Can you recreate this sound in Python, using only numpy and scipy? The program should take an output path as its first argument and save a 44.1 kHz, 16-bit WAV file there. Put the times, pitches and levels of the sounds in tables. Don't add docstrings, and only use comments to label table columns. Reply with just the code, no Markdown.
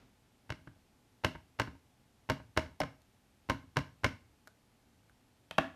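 import sys
import numpy as np
from scipy import signal
from scipy.fft import rfft, irfft
from scipy.io import wavfile

SR = 44100
rng = np.random.default_rng(int(sys.argv[2]) if len(sys.argv) > 2 else 0)


def makeup_ratio(level_db):
    decades = np.asarray(level_db, float) / 20
    return 10 ** decades


def store_pcm(level_fs):
    pcm = np.round(np.clip(level_fs, -1, 1) * 32767).astype(np.int16)
    wavfile.write(sys.argv[1], SR, np.atleast_2d(pcm).T)


N = 253927

# frequency [Hz], level [dB per Hz].
AIR_COLOUR = [(15, -33.5), (25, -5), (128, 0), (150, -6), (250, -3), (335, -9), (588, -14), (811, -13),
              (879, -16.5), (1540, -19), (1760, -20), (2430, -20), (13500, -29.5), (15000, -55.5)]
# frequency [Hz], level [dB rms].
HUM_TONES = [(123.8, -90), (247.6, -87), (861.3, -87.5)]
# octave band centre [Hz], t60 [s], level [dB].
ROOM_BANDS = [(86.8, 0.6, -6), (194, 0.3, 5), (313.7, 0.3, -3.5), (720, 0.3, -2), (1400, 0.29, -2.5),
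              (2800, 0.29, 0), (5040, 0.29, -1), (10700, 0.28, 0)]
# frequency [Hz], level [dB], t60 [s].
DESK_MODES = [(54.3, -9.5, .2), (79.8, -8.5, 0.18), (92.5, 2.5, 0.11), (115.7, 2.5, 0.1), (137.4, -8, 0.16)]
# frequency [Hz], level [dB], t60 [s].
FLEX_MODES = [(166, -2.5, 0.12), (223, -14.5, 0.14), (269.2, 7.5, 0.086), (317.3, -1.5, 0.095),
              (366, -29.5, 0.024)]
# frequency [Hz], level [dB], t60 [s].
PLATE_MODES = [(468, -44, 0.0097), (532, -7, 0.037), (634, -1, 0.068), (793, -8.5, 0.019),
               (937, -11, 0.081), (1060, -1.5, 0.035), (1272, 2, 0.011), (1472, -10.5, 0.027),
               (1552, 1.5, 0.02), (1658, 5, 0.012), (1970, 0.5, 0.01), (2136, 3, 0.013), (2330, -18, 0.01),
               (2680, -2, 0.012), (2850, 5, 0.008), (3360, -7, 0.0075), (3860, 3.5, 0.0056),
               (4440, 4.5, 0.0036), (5230, 1, 0.012), (5500, -11, 0.012), (6620, -35.5, 0.0052),
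               (8530, -5, 0.0043)]
# frequency [Hz], level [dB], t60 [s].
PAD_MODES = [(660, -1.5, 0.068), (770, -2, 0.041), (900, -5, 0.049), (1130, 6, 0.026), (1405, 19.5, 0.0086),
             (1716, 9.5, 0.032), (1900, 8.5, 0.0091), (2200, 3, 0.029), (2560, 9, 0.011), (2700, 4, 0.015),
             (3110, 5, 0.012), (3500, -25, .011), (3730, -19, 0.018), (5300, -29, .009)]
# start [s], peak level [dB], mode favoured [Hz], push on the desk [dB].
SET_DOWNS = [
    (5.5098, -30.5, 3500, -54),
    (5.5115, -31.5, 900, -51.5),
    (5.581, -21.5, 2800, -58),
    (5.582, -16.5, 1130, -47),
    (5.5835, -16.5, 720, -37.5),
    (5.5845, -18, 1680, -35.5),
    (5.589, -27, 770, -28.5),
]
# start [s], peak level [dB], mode favoured [Hz].
FINGER_CREAKS = [
    (3.018, -60.5, 4440),
    (4.473, -41.5, 1400),
    (4.4742, -49.5, 4440),
    (4.478, -49, 1460),
    (5.033, -63, 1400),
    (5.096, -53, 1400),
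    (4.4747, -57.5, 660),
]
# start [s], peak level [dB], mode favoured [Hz], push on the desk [dB].
STICKY_LIFTS = [(.612, -75, 600, -49.5), (.666, -62, 2700, -73), (.672, -44, 1400, -41.5),
                (.678, -71, 590, -42.5), (.76, -63, 600, -53.5), (1.349, -38, 900, -41),
                (1.355, -41, 1860, -40.5), (1.672, -38.5, 1450, -42), (1.677, -43, 900, -35.5),
                (1.75, -53, 900, -52), (2.398, -43.5, 900, -46), (2.66, -47, 900, -42),
                (2.878, -64, 1500, -47), (3.545, -42, 1500, -32.5), (3.64, -63, 1500, -51),
                (3.804, -56, 900, -33.5), (3.904, -67, 1700, -71), (4.13, -59, 2900, -58)]
# start [s], peak level [dB], mode favoured [Hz], push on the desk [dB].
EDGE_TICKS = [
    (2.8018, -32, 5570, -60),
]
# start [s], peak level [dB], mode favoured [Hz], push on the desk [dB].
EDGE_KNOCKS = [
    (2.8025, -19, 774, -44),
    (2.8035, -28.5, 1590, -64),
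    (2.808, -27, 694, -28.5),
]
# start [s], peak level [dB], mode favoured [Hz], push on the desk [dB].
FAR_EDGE_LANDINGS = [
    (1.255, -26, 510, -25.5),
    (1.602, -23, 1060, -31),
    (2.303, -23, 1036, -23),
    (2.582, -26, 474, -24),
    (2.814, -24.5, 2200, -25.5),
    (2.833, -27.5, 1180, -25.5),
    (3.504, -22, 1060, -24.5),
    (3.776, -26, 1060, -22.5),
    (4.049, -21.5, 1460, -29),
]
# knock [s], peak level [dB], mode favoured by the spot struck [Hz],
# push of the hand on the desk [dB], rebound relative to the knock [dB].
PAD_TAPS = [
    (.502, -26, 2600, -32.5, -6.5),
    (1.2455, -13.5, 2800, -26, -17.5),
    (1.597, -17, 1060, -28, -12),
    (2.298, -16.5, 1060, -26, -13),
    (2.573, -14, 900, -26, -16.5),
    (3.497, -17.5, 1060, -25.5, -16.5),
    (3.768, -16.5, 1060, -28, -11.5),
    (4.043, -15, 2200, -23, -13),
]

# hardness [octaves re 1 kHz], rise of hardness with the mode favoured
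# [octaves per octave], desk boom and plate thud relative to the push [dB].
TOUCH = (1.6, 6, -18, -14)
KNOCK = (0.5, -0.02, 1.5, -7)
FAR_EDGE = (-0.7, 0.93, -17.5, -8.5)
REBOUND = (0.64, 0.1, -20, -6.5)
LIFT = (0.1, 1.2, -2.3, -3.5)
CREAK = (0.13, 0.65, -4.5, -4.5)
LANDING = (0.12, 1.44, -10, 0)
EDGE = (0.8, 1.11, -6, -0.7)

AIR_DB = -69.5
ARM_STIR_DB = 0.68
EARLIER_TAP_DB, EARLIER_TAP_S = 6.5, 0.083
ROOM_DB, ROOM_RISE_S = -11.5, 0.0023
PUSH_S = 0.0029
CREAK_PUSH_DB = -50
TOUCH_LEAD_S, TOUCH_DB, TOUCH_HZ = 0.0093, -16.5, 980
REBOUND_S, REBOUND_HZ = 0.0186, 2200
MIC_LOW_HZ, MIC_HIGH_HZ = 59, 15350


def band(x, low_hz, high_hz):
    edges_hz = [low_hz, min(high_hz, 0.45 * SR)]
    return signal.sosfilt(signal.butter(2, edges_hz, "band", fs=SR, output="sos"), x)


def peak_one(x):
    return x / (np.abs(x).max() + 1e-12)


def air():
    hz = np.fft.rfftfreq(N, 1 / SR) + 1
    t = np.arange(N) / SR
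    colour_hz, colour_db = np.transpose(AIR_COLOUR)
    colour = makeup_ratio(np.interp(np.log(hz), np.log(colour_hz), colour_db))
    hiss = irfft(rfft(rng.standard_normal(N)) * colour, N)
    hiss = makeup_ratio(AIR_DB) * hiss / np.std(hiss)
    lift_db = ARM_STIR_DB + EARLIER_TAP_DB * np.exp(-(t / EARLIER_TAP_S) ** 2)
    stir = (makeup_ratio(lift_db) - 1) * band(hiss, 29.3, 6000)
    tones = sum(np.sqrt(2) * makeup_ratio(db) * np.sin(2 * np.pi * f * t) for f, db in HUM_TONES)
    return hiss + stir + tones


def wall_noise():
    white = rng.standard_normal((2, SR))
    bands = [band(white[k % 2], hz / np.sqrt(2), hz * np.sqrt(2))
             for k, (hz, t60, db) in enumerate(ROOM_BANDS)]
    return np.array(bands)


def reflections(pattern, stretch):
    t = np.arange(pattern.shape[1]) / SR
    hz, t60, db = np.transpose(ROOM_BANDS)[:, :, None]
    tail = np.sum(pattern * makeup_ratio(db - 60 * t / (t60 * stretch)), axis=0)
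    tail = tail * (1 - np.exp(-(t / ROOM_RISE_S) ** 2))
    return tail / np.sqrt(np.sum(tail ** 2))


def ringing(modes, strength_db, t):
    hz, level_db, t60 = np.transpose(modes)[:, :, None]
    decay = makeup_ratio(level_db + strength_db[:, None] - 60 * t / t60)
    return np.sum(decay * np.sin(2 * np.pi * hz * t), axis=0)


def impact_chatter(noise, envelope, soft_hz):
    spectrum = rfft(noise * envelope)
    chatter = irfft(spectrum / np.abs(spectrum)) * envelope ** 0.47
    return band(chatter, 150, soft_hz)


def contacts(rows, body, spread_ms, soft_hz, crack_db, favour_db, wet_db=0, stretch=1):
    out = np.zeros(N + SR)
    t = np.arange(SR // 2) / SR
    walls = wall_noise()
    grit = rng.standard_normal((len(rows), 1024))
    scatter = rng.standard_normal((len(rows), 11))
    phase = t[:1024] / (spread_ms / 1000)
    envelope = phase * np.exp(-phase)
    push = -np.hanning(round(PUSH_S * SR))
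    hz = np.array(body)[:, 0]
    for (s, db, hardness, favoured_hz, boom_db, thud_db), noise, luck in zip(rows, grit, scatter):
        chatter = impact_chatter(noise, envelope, soft_hz)
        tilt_db = -2.5 * (np.log2(hz / 1000) - hardness) ** 2
        spot_db = favour_db * np.exp(-(np.log2(hz / favoured_hz) / 0.21) ** 2)
        ring = peak_one(signal.fftconvolve(chatter, ringing(body, tilt_db + spot_db, t[:3000])))
        crack = peak_one(band(noise * np.exp(-t[:1024] / 0.0016), 5000, 15000))
        boom = peak_one(signal.fftconvolve(push, ringing(DESK_MODES, 10.0 * luck[:5], t)))
        thud = peak_one(signal.fftconvolve(push, ringing(FLEX_MODES, 2.0 * luck[5:10], t[:8000])))
        direct = makeup_ratio(boom_db) * boom[:len(t)]
        for layer, gain_db in ((ring, 0), (crack, crack_db + 8.4 * hardness), (thud, thud_db)):
            direct[:len(layer)] += makeup_ratio(gain_db) * layer
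        shift = int(abs(luck[10]) * 7000) % len(t)
        tail = reflections(walls[:, shift:shift + SR // 3], stretch)
        heard = direct + makeup_ratio(ROOM_DB + wet_db) * signal.fftconvolve(direct, tail)[:len(t)]
        at = round(s * SR)
        out[at:at + len(t)] += makeup_ratio(db) * heard
    return out[:N]


def as_contacts(rows, kind):
    hardness, rise, boom_db, thud_db = kind
    return [(s, db, hardness + rise * np.log2(hz / 1000), hz, push_db + boom_db - db, push_db + thud_db - db)
            for s, db, hz, push_db in rows]


def finger_creaks():
    rows = [(s, db, hz, db + CREAK_PUSH_DB) for s, db, hz in FINGER_CREAKS]
    return contacts(as_contacts(rows, CREAK), PLATE_MODES, spread_ms=0.61, soft_hz=9100, crack_db=-13,
                    favour_db=32.5, wet_db=-1.5)


def pad_set_down():
    return contacts(as_contacts(SET_DOWNS, LANDING), PAD_MODES, spread_ms=0.86, soft_hz=8800, crack_db=-38.0,
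                    favour_db=15.5, wet_db=2.5, stretch=1.14)


def sticky_lifts():
    return contacts(as_contacts(STICKY_LIFTS, LIFT), PLATE_MODES, spread_ms=2.1, soft_hz=3160, crack_db=-35,
                    favour_db=15.5)


def edge_blow():
    knock = contacts(as_contacts(EDGE_KNOCKS, EDGE), PLATE_MODES, spread_ms=1.04, soft_hz=8800, crack_db=-39,
                     favour_db=29, wet_db=1.0)
    tick = contacts(as_contacts(EDGE_TICKS, EDGE), PLATE_MODES, spread_ms=1.6, soft_hz=9450, crack_db=-34,
                    favour_db=21, wet_db=-5)
    return knock + tick


def pad_taps():
    s, db, hz, push_db, rebound_db = np.transpose(PAD_TAPS)
    same = np.ones(len(s))
    touches = np.transpose([s - TOUCH_LEAD_S, db + TOUCH_DB, TOUCH_HZ * same, push_db])
    knocks = np.transpose([s, db, hz, push_db])
    rebounds = np.transpose([s + REBOUND_S, db + rebound_db, REBOUND_HZ * same, push_db])
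    bounces = as_contacts(FAR_EDGE_LANDINGS, FAR_EDGE) + as_contacts(rebounds, REBOUND)
    touch = contacts(as_contacts(touches, TOUCH), PLATE_MODES, spread_ms=2.57, soft_hz=3020, crack_db=-41.0,
                     favour_db=14.5)
    knock = contacts(as_contacts(knocks, KNOCK), PLATE_MODES, spread_ms=1.78, soft_hz=11900, crack_db=-24.5,
                     favour_db=5.5)
    bounce = contacts(bounces, PLATE_MODES, spread_ms=2.07, soft_hz=7900, crack_db=-37.0, favour_db=7.5)
    return touch + knock + bounce


def scene():
    handling = finger_creaks() + pad_set_down() + sticky_lifts()
    close = handling + edge_blow() + pad_taps()
    close = signal.sosfilt(signal.butter(3, MIC_LOW_HZ, "high", fs=SR, output="sos"), close)
    return (close + air())[None, :]


def low_pass(x):
    return signal.sosfilt(signal.butter(12, 15150, fs=SR, output="sos"), x)


def record(dry):
    top_cut = signal.cheby2(10, 45, MIC_HIGH_HZ, fs=SR, output="sos")
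    mix = signal.sosfilt(top_cut, dry)
    return low_pass(mix)


dry = scene()
out = record(dry)
store_pcm(out)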